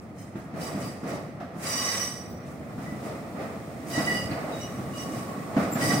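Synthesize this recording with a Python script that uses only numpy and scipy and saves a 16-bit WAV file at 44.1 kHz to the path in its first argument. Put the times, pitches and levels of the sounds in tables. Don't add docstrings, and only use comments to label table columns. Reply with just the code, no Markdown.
import sys
import numpy as np
from scipy import signal
from scipy.fft import rfft, irfft
from scipy.io import wavfile

SR = 44100
rng = np.random.default_rng(int(sys.argv[2]) if len(sys.argv) > 2 else 0)


def digitize_waveform(pressure):
    field = np.atleast_2d(pressure).T
    bounded = np.clip(field, -1, 1)
    quanta = np.round(bounded * 32767).astype(np.int16)
    wavfile.write(sys.argv[1], SR, quanta)


N = 264600
TIME = np.arange(N) / SR
FREQS = np.maximum(np.fft.rfftfreq(N, 1 / SR), 1)

# start_s, end_s, rumble_db, roar_db
ROUGH_RAIL = [(0.577, 0.86, -36.5, -38.5), (1.078, 1.142, -37, -35.5), (1.61, 1.952, -55, -41.5),
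              (2.823, 3.005, -41, -46), (3.073, 3.127, -43.5, -38.5), (3.412, 3.436, -39, -35.5),
              (3.971, 4.166, -36, -36.5), (4.333, 4.533, -46, -37), (5.102, 5.205, -38, -47.5),
              (5.597, 5.615, -33, -30), (5.836, 5.98, -28, -31.5)]
# start_s, thud_db, clank_db
RAIL_JOINTS = [(0.353, -28.5, -41), (0.537, -32.5, -48), (.74, -24.5, -42), (1.03, -28.5, -44),
               (1.399, -36, -38.5), (1.553, -29, -55), (2.778, -27, -42), (2.92, -27.5, -60),
               (3.976, -19.5, -28.5), (4.312, -22, -36.5), (4.783, -30, -40), (5.563, -14.5, -28),
               (5.751, -21.5, -29.5), (5.924, -22, -34.5)]
# pitch_hz, relative_db, t60_s
BOGIE_MODES = [(83, -28, 0.06), (144.7, -2.5, 0.14), (156, -8.5, 0.093), (205, 0, .11), (245, -1.5, 0.13),
               (307.3, -1.5, 0.13)]
# start_s, end_s, force_db
FLANGE_RUBS = [(.02, .04, -68.5), (.19, .21, -62), (.37, .39, -64.5), (.615, .65, -49.5), (.81, .85, -52.5),
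               (1.08, 1.11, -54), (1.645, 2.01, -42.5), (2.48, 2.5, -62), (2.83, 2.9, -60.5),
               (3.04, 3.07, -57.5), (3.41, 3.46, -63), (3.905, 4.16, -47.5), (4.55, 4.63, -59.5),
               (4.97, 5.03, -53), (5.14, 5.19, -54), (5.6, 5.63, -54.5), (5.81, 5.92, -40.5)]
# pitch_hz, width_hz, relative_db
WHEEL_MODES = [(1128, 66, 0), (1937, 32, 1), (2953, 26, -5), (3816, 150, 1), (4850, 96, -1), (5706, 190, 0),
               (6830, 60, -10), (7870, 80, -5.5), (8860, 80, -3.5), (10030, 59, -8), (12240, 150, -15),
               (13200, 73, -13), (15400, 91, -15)]
# start_s, end_s, pitch_hz, level_db, neighbours_relative_db
WHEEL_SQUEALS = [(0.178, 0.23, 6180, -67, -1), (0.61, 0.676, 4850, -49.5, -12),
                 (0.824, 0.895, 4850, -55, -24), (1.087, 1.168, 5800, -61, -6),
                 (1.661, 1.93, 4850, -40.5, -9), (1.69, 2.074, 5800, -37.5, -34),
                 (1.765, 1.816, 2922, -44, -5), (1.823, 1.914, 1962, -39, -18),
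                 (2.86, 2.902, 1967, -49.5, -24), (3.93, 4.0, 1945, -35.5, -12.5),
                 (3.962, 4.237, 4855, -45, -24), (4.069, 4.157, 1955, -31.5, -34),
                 (4.049, 4.21, 2910, -44, -31), (4.513, 4.629, 3830, -53, -10.5),
                 (4.599, 4.634, 2912, -47.5, -12), (4.606, 4.664, 5800, -49.5, -29),
                 (4.935, 5.025, 2900, -50.5, -13), (4.977, 5.04, 5790, -49.5, -13),
                 (5.809, 5.93, 1945, -34.5, -28), (5.83, 6, 4850, -43, -20), (5.853, 5.96, 5800, -44, -20)]
# peak_s, half_length_s, pitch_hz, width_hz, level_db
STEEL_CHIRPS = [(2.312, .03, 15000, 1400, -59), (4.01, 0.0055, 5350, 500, -41),
                (4.054, 0.0053, 2680, 500, -51), (4.319, 0.0077, 4400, 900, -45.5),
                (4.322, 0.018, 2004, 1500, -41.5), (5.734, 0.011, 7350, 250, -35),
                (5.74, 0.028, 14250, 900, -43)]
# peak_s, half_length_s, pitch_hz, width_hz, level_db
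WHEEL_NOTE = (5.25, 0.49, 1120, 75, -47)
# time_s, gain_db
BOOM_GAIN = [(0, -50), (1.3, -51.5), (2.4, -45.5), (3.95, -48), (4.27, -35.5), (4.5, -47), (4.85, -40.5),
             (5.3, -52), (6, -57)]
# time_s, level_db
BRAKE_LEVEL = [(0, -76), (2.45, -68), (2.8, -59.5), (3.7, -58.5), (4.4, -54), (6, -54.5)]
# frequency_hz, relative_db
RUMBLE_SPECTRUM = [(22, -23), (33, -25), (44, -44), (55, -24), (72, -25), (100, -4.5), (150, 0.5),
                   (210, 0.5), (300, -1.5), (420, -13.5), (800, -37)]
ROAR_SPECTRUM = [(150, -5.5), (330, -2), (480, 2.5), (670, 4.5), (970, -9.5), (1220, -4.5), (1600, -15.5),
                 (1950, -10), (2200, -15.5), (2450, -16.5), (2900, -25.5), (5000, -28.5), (9000, -48.5)]
CLANK_SPECTRUM = [(200, -43), (350, -17), (680, 12), (950, -2), (1300, 1.5), (2200, -10.5), (3200, -17.5),
                  (5000, -23), (10000, -32)]
SCRAPE_SPECTRUM = [(500, 11), (1300, 7.5), (2300, 9), (3300, -2), (5200, 0.5), (6400, 3), (9500, 3),
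                   (11200, -3.5), (13000, -4), (15500, -1.5)]
BRAKE_SPECTRUM = [(1500, 0), (3000, 0.5), (5500, -2), (6500, -0.5), (9100, 3.5), (10700, -7.5), (15500, -1)]
PANEL_SPECTRUM = [(44, -30), (70, 0), (100, 2), (150, 3), (250, -41)]
# frequency_hz, relative_db
SILENCER = [(45, -42), (72, 2.5), (115, -8), (200, 13), (450, -24)]
# frequency_hz, side_gain_db, left_minus_right_db
STEREO_IMAGE = [(60.4, -2.5, 0), (129, -14.5, 0.5), (271, -12, -1), (596, -9.5, -0.1), (1090, -2, -2),
                (2020, 0, -3), (4350, -1.5, 3), (5450, 0.5, -10), (6950, 0, 2.5), (13000, 0, -1.2)]


def rolling(rumble_db=-44.5, roar_db=-49.5, rumble_db_per_s=1.2, roar_db_per_s=1.81):
    start, end, shake_db, grind_db = np.transpose(ROUGH_RAIL)
    shake = swells(zip(start, end, shake_db), rise_db_per_s=183, fall_db_per_s=82)
    grind = swells(zip(start, end, grind_db), rise_db_per_s=183, fall_db_per_s=82)
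    rumble = colour(restless(flicker_db=2, rate_hz=19), RUMBLE_SPECTRUM)
    rumble *= np.hypot(undb(rumble_db + rumble_db_per_s * TIME), shake)
    roar = colour(restless(flicker_db=1.06, rate_hz=14.6), ROAR_SPECTRUM)
    roar *= np.hypot(undb(roar_db + roar_db_per_s * TIME), grind)
    return rumble + roar


def joints(thud_s=0.02, clank_s=0.06, rise_s=0.0034, rattle_db=-5, mistune=0.043):
    out = np.zeros((2, N))
    clank_noise, rattle_noise = noise(CLANK_SPECTRUM), noise(RUMBLE_SPECTRUM)
    hz, mode_db, t60 = np.transpose(BOGIE_MODES)[:, :, None]
    for start, thud_db, clank_db in RAIL_JOINTS:
        span = slice(int(start * SR), int(start * SR) + SR // 2)
        t = TIME[span] - TIME[span][0]
        detune, phase = rng.standard_normal((2, len(BOGIE_MODES), 1))
        modes = np.sin(2 * np.pi * (hz * (1 + mistune * detune) * t + phase))
        ring = np.sum(undb(mode_db - 60 * t / t60) * modes, axis=0)
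        rattle = undb(thud_db + rattle_db) * rattle_noise[:, span] * np.exp(-t / thud_s)
        clank = undb(clank_db) * clank_noise[:, span] * np.exp(-t / clank_s)
        attack = 1 - np.exp(-t / rise_s)
        out[0, span] += undb(thud_db) * attack * ring
        out[:, span] += attack * (rattle + clank)
    return walls(out)


def flanges(scrape_db=5, ring_db=5, mismatch=0.01, bite_db=-57, build_s=0.01):
    force = swells(FLANGE_RUBS, rise_db_per_s=300, fall_db_per_s=85)
    t, discs = TIME[:SR // 8], 0
    for hz, width, db in WHEEL_MODES:
        for wheel in (-1, 0, 1):
            tone = np.sin(2 * np.pi * (hz * (1 + mismatch * wheel) * t + rng.random()))
            discs += undb(db) * np.sqrt(width) * np.exp(-np.pi * width * t) * tone
    bite = np.interp(TIME - build_s, TIME, force ** 3 / (force ** 2 + undb(bite_db) ** 2))
    ring = signal.fftconvolve(slips() * bite, discs[None] / np.linalg.norm(discs), axes=1)[:, :N]
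    scrape = colour(slips(), SCRAPE_SPECTRUM) * force
    return undb(scrape_db) * scrape + undb(ring_db) * walls(ring)


def slips(grit_db=1):
    return unit(restless(flicker_db=1.8, rate_hz=21) * undb(grit_db * walk(240)))


def squeals(slip_hz=970, grow_s=0.0025, fade_s=0.02, waver=0.00547, flutter=0.97, rasp=0.31, fall_db=1):
    out = np.zeros((2, N))
    drift = np.cumsum(walk(45.4)) / SR
    grip = 1 + flutter * jitter(rate_hz=35) + rasp * jitter(rate_hz=130)
    grip /= np.sqrt(1 + flutter ** 2 + rasp ** 2)
    for start, end, hz, db, neighbours_db in WHEEL_SQUEALS:
        span = slice(int(start * SR), int((end + .2) * SR))
        t = TIME[span]
        lead = round(hz / slip_hz)
        swell = (1 - np.exp(-(t - t[0]) / grow_s)) * np.exp(-np.maximum(t - end, 0) / fade_s)
        for k in range(2, 10):
            partial_db = db if k == lead else db + neighbours_db - fall_db * (abs(k - lead) - 1)
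            at = (rng.integers(N, size=(2, 1)) + np.arange(len(t))) % N
            tone = np.real(grip[at] * np.exp(2j * np.pi * hz * k / lead * (t + waver * drift[at])))
            out[:, span] += np.sqrt(2) * undb(partial_db) * swell * tone
    return walls(out)


def chirps():
    return walls(sum(catch(*row) for row in STEEL_CHIRPS) + catch(*WHEEL_NOTE))


def catch(peak_s, half_length_s, hz, width_hz, db):
    wobble = np.array([jitter(width_hz / 2), jitter(width_hz / 2)])
    tone = np.sqrt(2) * np.real(wobble * np.exp(2j * np.pi * hz * TIME))
    return undb(db) * np.exp(-((TIME - peak_s) / half_length_s) ** 2) * tone


def diesel(firing_hz=37.64, wander=0.02397, scatter_db=0.5, puff_cycles=0.18, exhaust_db=-4, panel_db=-3):
    firings = np.cumsum(firing_hz * (1 + wander * walk(4.14))) / SR
    puffs = np.exp(-(firings % 1) / puff_cycles) * undb(scatter_db * walk(23))
    exhaust = np.outer([1, 0], colour(puffs - puffs.mean(), SILENCER))
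    panels = noise(PANEL_SPECTRUM)
    return (undb(exhaust_db) * walls(exhaust) + undb(panel_db) * panels) * fader(BOOM_GAIN)


def brakes():
    return noise(BRAKE_SPECTRUM) * fader(BRAKE_LEVEL)


def walls(x, echo_db=-5, gap_s=0.012, t60_s=0.72, treble_t60_s=0.71, treble_hz=9000):
    t = TIME[:SR]
    echoes = rng.standard_normal((2, SR)) * (t > gap_s)
    dull = signal.sosfiltfilt(signal.butter(2, treble_hz, fs=SR, output="sos"), echoes)
    impulse = dull * 1e-3 ** (t / t60_s) + (echoes - dull) * 1e-3 ** (t / treble_t60_s)
    impulse *= undb(echo_db) / np.sqrt(np.sum(impulse ** 2) / 2)
    impulse[:, 0] = 1
    return signal.fftconvolve(x, impulse, axes=1)[:, :N] / np.sqrt(1 + undb(echo_db) ** 2)


def undb(db):
    return 10 ** (np.asarray(db) / 20)


def unit(x):
    return x / np.sqrt(np.mean(x ** 2))


def fader(rows):
    return undb(np.interp(TIME, *np.transpose(rows)))


def swells(events, rise_db_per_s, fall_db_per_s):
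    power = 0
    for start, end, db in events:
        before, after = np.maximum(start - TIME, 0), np.maximum(TIME - end, 0)
        power += undb(db - rise_db_per_s * before - fall_db_per_s * after) ** 2
    return np.sqrt(power)


def response(rows, column=1):
    rows = np.array(rows)
    return undb(np.interp(np.log(FREQS), np.log(rows[:, 0]), rows[:, column]))


def colour(x, spectrum):
    low_hz, high_hz = spectrum[0][0] / 2, spectrum[-1][0] * 2
    skirts = 1 / np.sqrt((1 + (low_hz / FREQS) ** 4) * (1 + (FREQS / high_hz) ** 4))
    return unit(irfft(rfft(x) * response(spectrum) * skirts, N))


def noise(spectrum):
    return colour(rng.standard_normal((2, N)), spectrum)


def restless(flicker_db, rate_hz):
    white, out = rfft(rng.standard_normal((2, N))), 0
    for octave in range(5, 15):
        band = np.maximum(1 - abs(np.log2(FREQS) - octave), 0)
        out += irfft(white * band, N) * undb(flicker_db * walk(rate_hz))
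    return out


def walk(rate_hz):
    return unit(irfft(rfft(rng.standard_normal(N)) / (1 + (FREQS / rate_hz) ** 4), N))


def jitter(rate_hz):
    return (walk(rate_hz) + 1j * walk(rate_hz)) / np.sqrt(2)


def scene():
    mid, side = rfft(rolling() + diesel() + joints() + flanges() + squeals() + chirps() + brakes())
    sign = np.array([[1], [-1]])
    width = response(STEREO_IMAGE, column=1)
    balance = response(STEREO_IMAGE, column=2) ** (sign / 2)
    return irfft((mid + sign * side * width) * balance, N)


def record(dry, top_hz=15750):
    return signal.sosfilt(signal.ellip(12, .1, 85, top_hz, fs=SR, output="sos"), dry)


dry = scene()
out = record(dry)
digitize_waveform(out)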